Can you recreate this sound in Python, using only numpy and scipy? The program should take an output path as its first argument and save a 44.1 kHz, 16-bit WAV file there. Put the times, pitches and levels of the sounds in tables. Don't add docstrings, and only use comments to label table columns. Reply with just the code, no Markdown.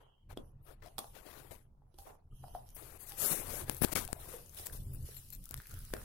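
import sys
import numpy as np
from scipy import signal
from scipy.io import wavfile
from scipy.ndimage import uniform_filter1d, minimum_filter1d

SR = 44100
rng = np.random.default_rng(int(sys.argv[2]) if len(sys.argv) > 2 else 0)


def linear_from_db(decibels):
    return 10 ** (np.asarray(decibels, float) / 20)


def digitize_waveform(pressure):
    field = np.atleast_2d(pressure).T
    bounded = np.clip(field, -1, 1)
    quanta = np.round(bounded * 32767).astype(np.int16)
    wavfile.write(sys.argv[1], SR, quanta)


N = 266354
T = np.arange(N) / SR

# start in seconds, level in dB, ring in Hz, crack in dB re knock, t60 in seconds.
KNOCKS = [(.373, -22.5, 302, -20, 0.0095), (1.043, -35.5, 794, -13, 0.013), (1.942, -56.5, 347, -1.5, 0.05),
          (1.986, -51, 786, 6.5, 0.11), (2.44, -39.5, 752, -26, 0.033), (2.482, -45, 720, -7.5, 0.021),
          (2.55, -29, 732, -41, 0.03), (3.118, -50, 800, -6, 0.094), (3.614, -43, 336, 1, 0.085),
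          (3.681, -34, 410, -14, 0.0079), (4.088, -38, 734, -11, 0.025), (4.164, -46, 660, -14, 0.051),
          (4.339, -40, 479, -18, 0.1), (5.088, -44.5, 433, -32, 0.04), (5.507, -42, 277, -16, 0.016),
          (5.601, -34, 1570, -15, 0.0066), (5.937, -19.5, 410, -29, 0.0086), (5.966, -32, 1430, -9, 0.0074)]
# start in seconds, level in dB, ring in Hz, crack in dB re knock, left-right in dB.
CRACKS = [
    (.86, -46, 670, -6, 14),
    (.982, -34.5, 798, 5, -6),
    (.989, -39.5, 1150, 11, 7.5),
    (3.451, -71, 1460, 21, -4),
    (4.258, -52, 1030, -4, -4),
    (4.596, -55.5, 1120, 14.5, -10.5),
    (4.661, -60, 1006, 7.5, -28),
    (4.67, -53.5, 990, 4, 6),
    (4.73, -58.5, 1500, 12.5, -13),
    (5.575, -62.5, 1800, 13, 26),
]
KNOCK_PAN_DB, CRACK_T60_S = 0.5, 0.03
# start in seconds, level in dB, ring in Hz, left-right in dB on top of
# a # fixed 8 dB to the left.
TICKS = [(2.69, -52.5, 5740, -12), (2.704, -49, 10500, -7), (3.671, -46, 13100, 26),
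         (3.716, -38, 12900, 13), (3.7394, -43, 13700, 23), (3.747, -33.5, 13200, 21),
         (4.087, -51, 4300, 7), (4.461, -42.5, 6600, 15), (4.495, -41.5, 6460, 19), (4.547, -40, 11000, 0),
         (4.669, -30.5, 7170, 1), (4.699, -47, 4620, 14), (4.784, -49, 7400, 8), (4.835, -51.5, 10400, -4),
         (5.027, -48, 7950, 5.5), (5.288, -47, 13500, 10), (5.3038, -37, 13200, 8),
         (5.3353, -33.5, 12600, 15), (5.3502, -36, 13600, 18), (5.3614, -50, 8700, 8),
         (5.441, -40.5, 9400, 18), (5.456, -36, 10000, 11), (5.4914, -38.5, 13500, 12),
         (5.51, -32.5, 11750, 7), (5.521, -44, 7140, 7), (5.567, -38, 12200, 13), (5.5814, -42, 10650, 7),
         (5.589, -45, 12000, 10), (5.619, -44, 11500, 12), (5.67, -40, 13560, 15), (5.688, -54, 13000, 10),
         (5.696, -42, 9000, 16), (5.7106, -40.5, 6400, 15), (5.7162, -43, 11300, 15),
         (5.741, -38, 12200, 16), (5.79, -42.5, 11000, 8), (5.851, -41, 10000, 14)]
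TICK_DB, TICK_FADE_S, TICK_RING = -2.5, 0.0005, 0.95
# start in seconds, level in dB, ring in Hz, t60 in seconds.
NIBBLES = [(.374, -28, 3330, 0.0085), (3.96, -23.5, 2250, 0.019), (4.576, -44, 3500, .015),
           (4.586, -48, 3460, 0.024), (4.598, -44, 3490, 0.02), (4.63, -50, 3950, 0.027),
           (4.333, -43, 505, 0.024), (4.35, -53, 485, .06), (4.698, -34, 1620, 0.007),
           (5.466, -50, 1310, .014), (5.495, -62, 1310, 0.01), (5.51, -47, 1500, 0.0095),
           (5.656, -45, 1690, 0.008), (5.697, -52, 1490, 0.011), (5.713, -49.5, 1400, 0.037),
           (5.754, -49, 1380, 0.0093), (5.763, -48, 1520, 0.011), (5.782, -50, 1490, 0.016),
           (5.805, -50, 1530, .012), (5.916, -56, 1520, 0.0096), (6.016, -47, 1690, 0.013)]
# start in seconds, level in dB, pitch in Hz, length
WAVELETS = [(.311, -43, 850, 5), (.981, -42, 3450, 7.5), (.983, -41.5, 1380, 6), (1.43, -58, 850, 8.9),
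            (1.82, -59, 823, 9), (2.322, -65.5, 1235, 32), (2.44, -56, 1280, 9.5), (2.55, -60, 1270, 20),
            (3.405, -50, 280, 2.7), (3.925, -57, 1100, 5.8), (3.959, -32.5, 1280, 15), (4.05, -61, 1500, 2.3),
            (4.077, -43, 2730, 6.2), (4.222, -54, 1810, 6), (4.243, -49, 1830, 6.7), (4.595, -59, 470, 3),
            (4.66, -48, 463, 3.5), (4.668, -39.5, 1840, 4.7), (5.511, -49, 643, 3), (5.541, -51, 912, 1.7),
            (5.658, -45.5, 2400, 4.5), (5.67, -62, 1500, 3.7), (5.688, -63, 1310, 3), (5.737, -53, 583, 4),
            (5.772, -50, 1380, 3.3), (5.887, -57, 1500, 3), (5.905, -50, 1530, 3.4), (5.937, -30.5, 1580, 5.4),
            (6.016, -42, 1110, 2.3)]

# start in seconds, length in seconds, level in dB.
CHINKS = [
    (5.143, 0.022, -47.5),
    (5.165, 0.028, -40.5),
    (5.324, 0.04, -43),
]
# frequency in Hz, width in Hz, level in dB.
LINK_MODES = [(2780, 170, -4), (4170, 170, 3.5), (7320, 49, -1.5), (10200, 500, -40), (11500, 59, 8.5),
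              (13200, 66, 9), (14000, 110, -4)]

# time in seconds, creep speed in dB, pressure in dB.
RUB = [(0, -99, -89), (.97, -82, -72), (1.0, -70, -86), (1.34, -56, -52.5), (1.58, -63.5, -65),
       (1.72, -91.5, -92.5), (2.27, -99, -88), (2.74, -93, -73.5), (3.4, -37.5, -46), (3.66, -87, -60.5),
       (3.95, -60, -58.5), (4.25, -53, -59), (4.47, -58.5, -79), (4.78, -59.5, -77), (5.17, -55.5, -102),
       (5.3, -64, -98), (5.57, -60.5, -94), (6.04, -59, -88)]
# start in seconds, length in seconds, speed, pressure and swell in dB.
SLIDES = [(0.285, 0.069, -62.5, -54, -9.5), (0.644, 0.12, -64.5, -57, -7), (1.129, 0.095, -65, -52, -8),
          (1.242, 0.11, -69, -57, -15), (1.355, 0.066, -67, -58.5, -1), (2.035, 0.1, -90, -57, -6),
          (2.981, 0.085, -46.5, -92, -2), (3.044, 0.073, -47, -89, 27), (3.161, 0.16, -28.5, -45, 5),
          (3.287, 0.12, -37, -50.5, -40), (3.442, 0.23, -38, -48.5, 0.5), (3.655, 0.18, -67, -55, -32),
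          (3.809, 0.021, -42, -40.5, 22), (3.909, 0.032, -37, -41.5, 26), (4.497, 0.23, -54.5, -58, 0),
          (4.188, 0.12, -79, -64.5, 6), (4.357, .08, -80, -59, -9), (5.321, 0.038, -55, -100, -27)]
# start in seconds, length in seconds, speed, pressure and swell in dB.
JERKS = [(0, 0.083, -83, -74, -23), (0.818, 0.073, -84, -55, -4), (1.506, 0.063, -56.5, -57.5, -18),
         (1.99, 0.17, -65, -93, -14), (2.761, 0.22, -52, -57.5, -6.5), (3.826, 0.028, -29.5, -35.5, 10),
         (3.951, 0.11, -41.5, -44.5, -25.5), (4.281, 0.095, -50, -56, -3), (4.654, 0.023, -41.5, -67, -12),
         (4.721, 0.061, -49, -61, -9), (5.935, 0.0065, -40, -35.5, -6)]
SLIDE_SOFT, JERK_EASE_S = 0.77, 0.016
SETTLE_DB, SETTLE_DB_PER_S = -19.5, 186.5
LIFT_S, LIFT_LENGTH_S = 3.936, 0.016
# start in seconds, snap in dB, air push in dB re snap.
SNAPS = [
    (3.1203, -33, -30),
    (3.696, -18, 0),
    (3.8194, -42, -18),
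    (3.8465, -25.5, 16),
    (3.8845, -32, -4),
    (4.05, -29, -12),
    (4.077, -31.5, -18),
    (4.129, -22.5, 6.5),
    (4.588, -34, -27),
    (5.5415, -25, -40),
]
# start in seconds, level in dB, length in ms, signed direction.
PUSHES = [
    (1.51, -29, 3, -1.7),
    (3.698, -12.5, 0.3, -1.56),
    (3.811, -6.5, 2.4, 0.42),
    (3.8194, 3.5, 0.95, 1),
    (3.8476, 2, 0.74, -0.9),
    (4.13, -13, 0.67, 0.076),
]
# start in seconds, length in seconds, level in dB.
WHISPERS = [
    (.62, .13, -63.5),
    (2.746, 0.026, -44.5),
    (3.668, 0.2, -46.5),
    (3.767, 0.0022, -34),
    (3.77, .025, -60),
    (3.815, 0.024, -27),
    (4.19, 0.096, -54),
    (4.933, .008, -46),
    (4.947, 0.0026, -39.5),
    (4.953, 0.0069, -45),
]
POP_S, POP_DB, POP_WIDTH_S = 5.5422, -26, .00006
# frequency in Hz, level in dB per Hz.
HISS_COLOUR = [(1500, -9), (3000, -11.5), (5500, -5.5), (7500, -1), (9000, 2), (11000, 5), (13000, 4.5),
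               (15000, -1.5)]
DRAG_COLOUR = [(150, -59), (300, 5), (450, 2.5), (1000, -3.5), (2000, -8.5), (4000, -15.5), (8000, -27),
               (15000, -25)]
THUMP_COLOUR = [(40, -30), (100, -1.5), (250, 3.5), (400, -37.5), (900, -16.5)]
WHISPER_COLOUR = [(7000, -15), (8800, -3.5), (11000, 6), (14000, 0), (16000, 1)]

# time in seconds, paws on the crust in dB, body weight in dB.
STIR = [(0, -100, -100), (.5, -87, -84), (.83, -108, -84), (1.15, -81.5, -97), (1.74, -100, -79),
        (1.97, -74, -75.5), (2.22, -91, -95), (2.39, -66, -76), (2.97, -93.5, -88), (3.58, -59.5, -96),
        (3.98, -103, -67), (4.11, -68, -62), (4.5, -73, -102), (4.96, -59.5, -64.5), (5.35, -65.5, -100),
        (6.04, -54.5, -97)]
# start in seconds, crisp in dB, dull in dB, fade in dB per second.
TUGS = [(0, -94, -61, 121), (.36, -68.5, -57, 150), (0.852, -61, -66, 122), (0.979, -46, -58, 169),
        (1.978, -58, -63.5, 139), (2.065, -84, -49, 173), (2.427, -66, -64.5, 60), (2.539, -57.5, -58, 191),
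        (2.66, -69.5, -93, 40), (3.081, -50.5, -70, 68), (3.6, -49, -67, 256), (3.678, -60, -47, 251),
        (3.756, -53.5, -61, 218), (4.323, -54, -58.5, 104), (4.566, -44, -59, 152), (4.67, -99, -57, 118),
        (4.75, -55.5, -96, 188), (5.504, -99, -60.5, 57), (5.69, -67, -66, 64), (4.19, -54.5, -62, 60),
        (5.05, -53.5, -80, 64), (5.926, -78, -56, 121)]
TUG_RISE_S = 0.0093
# time in seconds, frequency in Hz.
HOLLOW = [(0, 795), (2, 730), (3.3, 787), (3.6, 403), (4.05, 386), (4.12, 688), (4.3, 503), (5.2, 394),
          (5.45, 1296), (5.58, 1596), (5.66, 1790), (5.72, 1460), (5.8, 1540), (5.9, 1330), (5.97, 1730),
          (6.04, 1180)]
NARROW_HZ, OPEN_HZ = 600., 1500.
# start in seconds, length in seconds, level in dB.
SQUEAKS = [
    (.385, .17, -73),
    (1.57, .1, -76),
    (1.98, .17, -72),
    (2.31, .15, -69),
    (2.44, .16, -66),
    (2.6, .22, -69),
]
# start in seconds, length in seconds, level in dB.
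NARROW_HISS = [
    (0, 0.29, -87.5),
    (0, .24, -86.5),
    (0, 0.16, -85),
    (.35, 0.11, -95.5),
    (2.3, 0.3, -79.5),
]
# frequency in Hz, level in dB per Hz.
CRISP_COLOUR = [(2050, -13.5), (3100, -7), (4000, -7), (5800, -7), (7400, -11.5), (10500, -0.5),
                (13000, -5), (15500, -6)]
DULL_COLOUR = [(200, 0), (450, 36), (750, -33.5), (1000, -11), (1400, 11), (2000, -4.5), (3000, -25.5),
               (6000, 7)]
SQUEAK_COLOUR = [(2200, -30), (3100, -4), (4100, -24), (5900, -2), (7600, -22), (10500, 2), (13000, -4),
                 (15500, -18)]
NARROW_HISS_COLOUR = [(2450, -45), (2800, -8), (3050, -2), (3330, -7), (3600, -55)]
FLOOR_COLOUR = [(300, 0), (900, 15.5), (2200, -25.5), (9000, -38)]
FLOOR_DB = -102
# frequency in Hz, t60 in seconds.
FENCE_T60 = [(300, 0.22), (800, 0.3), (2500, 0.11), (10000, 0.031)]

# time in seconds, level in dB.
WIND = [(0, -68), (.18, -69.5), (.3, -49.5), (.47, -56.5), (1.1, -60), (1.26, -61.5), (1.6, -58.5),
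        (1.87, -65.5), (2.24, -62.5), (2.33, -53), (2.5, -55), (3.2, -57.5), (3.56, -47), (4.13, -54.5),
        (4.64, -54.5), (4.92, -41), (5.2, -55.5), (6.04, -49.5)]
# centre in seconds, level in dB over the breeze.
PUFFS = [
    (1.41, 6),
    (4.04, 9),
    (4.22, 5),
    (4.74, 6.5),
    (5.3, 5.5),
    (5.42, 6.5),
    (5.57, 10.5),
    (5.65, -10),
    (5.73, 8),
]
PUFF_S = 0.046
# frequency in Hz, level in dB per Hz.
GUST_COLOUR = [(20, 3.5), (45, 1), (80, -2.5), (130, -3), (170, -13), (300, -24), (600, -38), (2000, -93)]
STRAND_HZ, STRAND_FIRST_HZ, STRAND_DB = 50.82, 30.4, 5

# frequency in Hz, level in dB.
KEPT = [(800, -125), (2200, -117), (4200, -111), (7000, -107), (11000, -106), (14000, -100), (15900, -92),
        (16100, 0)]


def evened(x):
    return x / np.sqrt(np.mean(x ** 2) + 1e-20)


def read(points, hz):
    f, value = np.transpose(points)
    return np.interp(np.log(hz + 1), np.log(f + 1), value)


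def curves(rows):
    s, *columns = np.transpose(rows)
    return [linear_from_db(np.interp(T, s, c)) for c in columns]


def smooth_twice(x, size):
    return uniform_filter1d(uniform_filter1d(x, size=size), size=size)


def add(mix, s, sound):
    part = mix[..., round(s * SR):][..., :sound.shape[-1]]
    part += sound[..., :part.shape[-1]]


def spells(rows, soft):
    level = np.zeros(N)
    for s, length_s, db in rows:
        add(level, s, linear_from_db(db) * signal.windows.tukey(round(length_s * SR), np.clip(soft, .02, 1)))
    return level


def coloured(x, colour, patch_db, wide, long):
    hz, _, z = signal.stft(x, SR, nperseg=512)
    patches = rng.standard_normal(z.shape[::-1]).T
    patches = uniform_filter1d(uniform_filter1d(patches, wide, 0), long, 1)
    z = z * linear_from_db(read(colour, hz)[:, None] + patch_db * evened(patches))
    return evened(signal.istft(z, SR, nperseg=512)[1][:N])


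def grit(per_s, spread_db, smooth):
    slips = linear_from_db(spread_db * np.minimum(rng.exponential(1, N), 4)) * rng.choice([-1, 1], N)
    return evened(slips * (rng.random(N) < per_s / SR)) + smooth * rng.standard_normal(N)


def bone():
    out, t = np.zeros((2, N)), np.arange(3000) / SR
    bites = [(*row[:4], KNOCK_PAN_DB, row[4]) for row in KNOCKS]
    bites += [(*row, CRACK_T60_S) for row in CRACKS]
    noises = rng.standard_normal((len(bites), 3, 3000))
    rise = 1 - np.exp(-t / .0004)
    for (s, db, hz, crack_db, pan_db, t60_s), noise in zip(bites, noises):
        fade = linear_from_db(-60 * t / max(t60_s, .004)) * rise
        ring = np.cos(2 * np.pi * hz * t) + 0.059 * np.cos(2 * np.pi * 0.37 * hz * t)
        ring += 0.029 * np.cos(2 * np.pi * 1.1 * hz * t) * fade
        ring += 0.21 * smooth_twice(noise[0], 20)
        splinter = 0.11 * noise[0] + 0.47 * noise[1:] + 0.12 * np.sin(2 * np.pi * 3400. 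* t)
        splinter = 0.8 * (splinter + 0.75 * np.roll(splinter, 10, axis=1))
        crack = linear_from_db(crack_db) * splinter * rise * np.exp(-t / .002)
        pan = np.array([[pan_db / 2], [-pan_db / 2]])
        add(out, s, linear_from_db(db + pan) * (0.86 * ring * fade + 2.24 * crack))
    return out


def ticks():
    out, t = np.zeros((2, N)), np.arange(1500) / SR
    fade = np.exp(-t / TICK_FADE_S) + 0.12 * np.exp(-t / 0.0063)
    noises = rng.standard_normal((len(TICKS), 2, 1500))
    for (s, db, hz, pan_db), noise in zip(TICKS, noises):
        click = np.diff(noise[0] + 0.23 * noise, prepend=0) * 0.84
        click = click + TICK_RING * np.sin(2 * np.pi * hz * t)
        add(out, s, linear_from_db(db + TICK_DB + np.array([[3], [-5.0 - pan_db]])) * click * fade)
    return out


def nibbles():
    out, t = np.zeros((2, N)), np.arange(1500) / SR
    for (s, db, hz, t60_s), noise in zip(NIBBLES, rng.standard_normal((len(NIBBLES), 1500))):
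        ring = np.sin(2 * np.pi * hz * t) * (1 + 0.3 * uniform_filter1d(noise, size=40))
        fade = linear_from_db(db - 60 * t / max(t60_s, .004)) * (1 - np.exp(-t / 0.0013))
        add(out, s, ring * fade * linear_from_db([[1.5], [-1.5]]))
    return out


def wavelets():
    out, t = np.zeros((2, N)), np.arange(2000) / SR
    for (s, db, hz, cycles), noise in zip(WAVELETS, rng.standard_normal((len(WAVELETS), 2, 2000))):
        u = t * hz / max(cycles, 1)
        rough = 1 + 0.4 * uniform_filter1d(noise, size=30)
        shape = (1 - np.exp(-25 * u)) * np.exp(-3.0 * u)
        add(out, s, linear_from_db(db) * np.sin(2 * np.pi * hz * t) * rough * shape)
    return out


def chain():
    scrape = np.zeros(N)
    for s, length_s, db in CHINKS:
        size = round(length_s * SR)
        add(scrape, s, linear_from_db(db) * np.exp(-2.0 * np.arange(size) / size))
    scrape = scrape * grit(3000, 0.36, 0.19)
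    t = np.arange(600) / SR
    ring = sum(linear_from_db(db) * np.sin(2 * np.pi * hz * t) * np.exp(-np.pi * width_hz * t)
               for hz, width_hz, db in LINK_MODES)
    return signal.oaconvolve(scrape, ring / np.linalg.norm(ring))[:N]


def stroke_levels():
    level = np.array(curves(RUB))
    strokes = [(*row, SLIDE_SOFT) for row in SLIDES]
    strokes += [(*row, JERK_EASE_S / row[1]) for row in JERKS]
    for s, length_s, speed_db, pressure_db, swell_db, soft in strokes:
        size = round(length_s * SR)
        shape = linear_from_db(swell_db * np.linspace(-.5, .5, size))
        shape = shape * signal.windows.tukey(size, np.clip(soft, .02, 1))
        settle = linear_from_db(SETTLE_DB + swell_db / 2 - SETTLE_DB_PER_S * T[:SR // 4])
        shape = np.maximum(shape, settle[0] * np.linspace(0, 1, size))
        add(level, s, linear_from_db([[speed_db], [pressure_db]]) * np.append(shape, settle))
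    return level * (1 - .97 * spells([(LIFT_S, LIFT_LENGTH_S, 0)], 0.18))


def rubbing():
    speed, pressure = stroke_levels()
    out = speed * coloured(grit(8000, 1.8, 1.4), HISS_COLOUR, 1.8, 8, 3)
    out += .05 * speed * coloured(grit(90, 3.0, 0), HISS_COLOUR, 0, 8, 3)
    out += pressure * coloured(grit(600, 1.6, 0.9), DRAG_COLOUR, 3.3, 5, 3)
    shake = 21.0 * pressure ** 1.638
    out += shake * coloured(grit(300, 0.77, 0.23), THUMP_COLOUR, 2.5, 2, 4)
    out += spells(WHISPERS, 0.18) * coloured(grit(8500, 1.8, 0.77), WHISPER_COLOUR, 5.0, 6, 3)
    return out


def snaps():
    out, t = np.zeros(N), np.arange(1200) / SR
    fade = np.exp(-t / .00025) + .12 * np.exp(-t / .002)
    for (s, db, push_db), noise in zip(SNAPS, rng.standard_normal((len(SNAPS), 1200))):
        snap = (np.sin(2 * np.pi * 10500. * t) + .9 * noise) * fade
        push = linear_from_db(push_db) * np.exp(-t / 0.00094)
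        add(out, s + 0.00085, linear_from_db(db + 2.0) * (1.14 * snap - 0.59 * push))
    out += linear_from_db(POP_DB) * np.exp(-((T - POP_S) / POP_WIDTH_S) ** 2)
    for s, db, length_ms, direction in PUSHES:
        u = 1000 * t / length_ms
        surge = u * (1 - 0.7 * u) * np.exp(-1.3 * u)
        add(out, s, direction * linear_from_db(db) * 0.78 * surge)
    return out


def wander():
    wobble = evened(smooth_twice(rng.standard_normal(N), 700))
    return np.interp(T, *np.transpose(HOLLOW)) * (1 + 0.07 * wobble)


def resonate(x, hz, width_hz):
    turn = np.exp(2j * np.pi * np.cumsum(hz) / SR)
    r = np.exp(-np.pi * width_hz / SR)
    smooth = signal.lfilter([1], np.convolve([1, -r], [1, -r]), x / turn)
    return evened((turn * smooth).real)


def hollow(x, hz):
    share = np.clip(hz / 500 - 1.8, 0, .8)
    return np.sqrt(1 - share) * resonate(x, hz, NARROW_HZ) + np.sqrt(share) * resonate(x, hz, OPEN_HZ)


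def yard():
    level, t = np.array(curves(STIR)), T[:SR // 2]
    for s, crisp_db, dull_db, fade_db_per_s in TUGS:
        tug_db = np.array([[crisp_db], [dull_db]]) - fade_db_per_s * t
        add(level, s, linear_from_db(tug_db) * np.minimum(t / TUG_RISE_S, 1))
    crisp, dull = level
    ports = []
    for _ in "LR":
        port = crisp * coloured(grit(2500, 3.5, 1.2), CRISP_COLOUR, 3.4, 8, 5)
        port += dull * 0.48 * coloured(grit(530, 2.9, 0.32), DULL_COLOUR, 0.86, 3, 8)
        port += dull * .8 * hollow(grit(200, 3.6, .7), wander())
        port += spells(NARROW_HISS, .08) * coloured(rng.standard_normal(N), NARROW_HISS_COLOUR, 2.5, 2, 4)
        port += spells(SQUEAKS, 0.85) * coloured(grit(3000, 4.6, 0.63), SQUEAK_COLOUR, 2.7, 5, 14)
        port += linear_from_db(FLOOR_DB) * coloured(rng.standard_normal(N), FLOOR_COLOUR, 2.3, 6, 8)
        ports.append(port)
    return np.array(ports) * linear_from_db([[-2.0], [0]])


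def breeze():
    return curves(WIND)[0] * linear_from_db(sum(db * np.exp(-((T - s) / PUFF_S) ** 2) for s, db in PUFFS))


def wind():
    hz = np.fft.rfftfreq(N, 1 / SR)
    shared, *own = rng.standard_normal((3, N))
    strands_db = STRAND_DB * np.cos(2 * np.pi * (hz - STRAND_FIRST_HZ) / STRAND_HZ)
    spectrum = np.fft.rfft(shared + 0.17 * np.array(own))
    rumble = np.fft.irfft(spectrum * linear_from_db(read(GUST_COLOUR, hz) + strands_db), N)
    lumps_db = 2.55 * evened(smooth_twice(rng.standard_normal(N), 900))
    return breeze() * evened(rumble * linear_from_db(lumps_db))


def fence(x):
    taps = np.zeros((2, SR // 2))
    at = np.arange(300, SR // 2 - 20, 20) + rng.integers(0, 20, (2, (SR // 2 - 301) // 20))
    np.put_along_axis(taps, at, rng.choice([-1., 1.], at.shape), 1)
    hz, t, z = signal.stft(taps, SR, nperseg=256)
    tail = signal.istft(z * linear_from_db(-60 * t / read(FENCE_T60, hz)[:, None]), SR, nperseg=256)[1]
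    return signal.fftconvolve(x, tail / np.linalg.norm(tail[0]), axes=1)[:, :N]


def scene():
    dog = bone() + ticks() + nibbles() + chain() * linear_from_db([[0], [-14.0]])
    hand = rubbing() + snaps()
    leak = linear_from_db(-47.0) * np.diff(hand, prepend=0)
    echo = linear_from_db(-12) * fence(dog)
    return dog + echo + np.array([hand, leak]) + yard() + wind() + wavelets()


def starved(x):
    hz, t, z = signal.stft(x, SR, nperseg=2048)
    band_hz = hz[8:1024:16]
    power = (abs(z[:, :1024]) ** 2).reshape(2, 64, 16, -1).mean(axis=2)
    bands_db = 10 * np.log10(power + 1e-20)
    luck_db = 11.5 * uniform_filter1d(rng.standard_normal(bands_db.shape[::-1]).T, size=3)
    treble_db = np.clip(band_hz[:, None] / 150 - 88, 0, 18)
    own_db = np.median(bands_db[:, 4:46], axis=1, keepdims=True)
    own_db = own_db + [[[-10.5]], [[-7]]] + [[[0]], [[1]]] * treble_db
    masked_db = np.maximum(own_db, bands_db[:, 4:].max(axis=(0, 1)) - 33 + treble_db)
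    rumble_db = uniform_filter1d(bands_db[:, :1], size=5)
    masked_db = np.maximum(masked_db, rumble_db - 34) + luck_db
    edge = abs(np.diff(x.sum(axis=0), prepend=0))
    edge_rms = np.sqrt(abs(uniform_filter1d(edge ** 2, size=2048)) + 1e-20)
    crest = -minimum_filter1d(-edge, size=2048) / edge_rms
    masked_db -= 30 * (np.interp(t, T, crest) > 8)
    masked_db[:, :4] = -200
    masked_db[:, 4:9] -= 6
    limit_db = np.maximum(read(KEPT, band_hz)[:, None] + luck_db / 2, masked_db)
    z[:, :1024] *= np.repeat(bands_db > limit_db, 16, axis=1)
    z[:, :1024] *= abs(z[:, :1024]) > linear_from_db(np.repeat(limit_db, 16, axis=1) + 3)
    return signal.istft(z, SR, nperseg=2048)[1][:, :N]


def roll_off(x):
    return signal.sosfilt(signal.butter(12, 16820, fs=SR, output="sos"), x)


def record(dry):
    rounding = linear_from_db(-93.5) * rng.standard_normal(dry.shape)
    return roll_off(starved(dry) + rounding)


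dry = scene()
out = record(dry)
digitize_waveform(out)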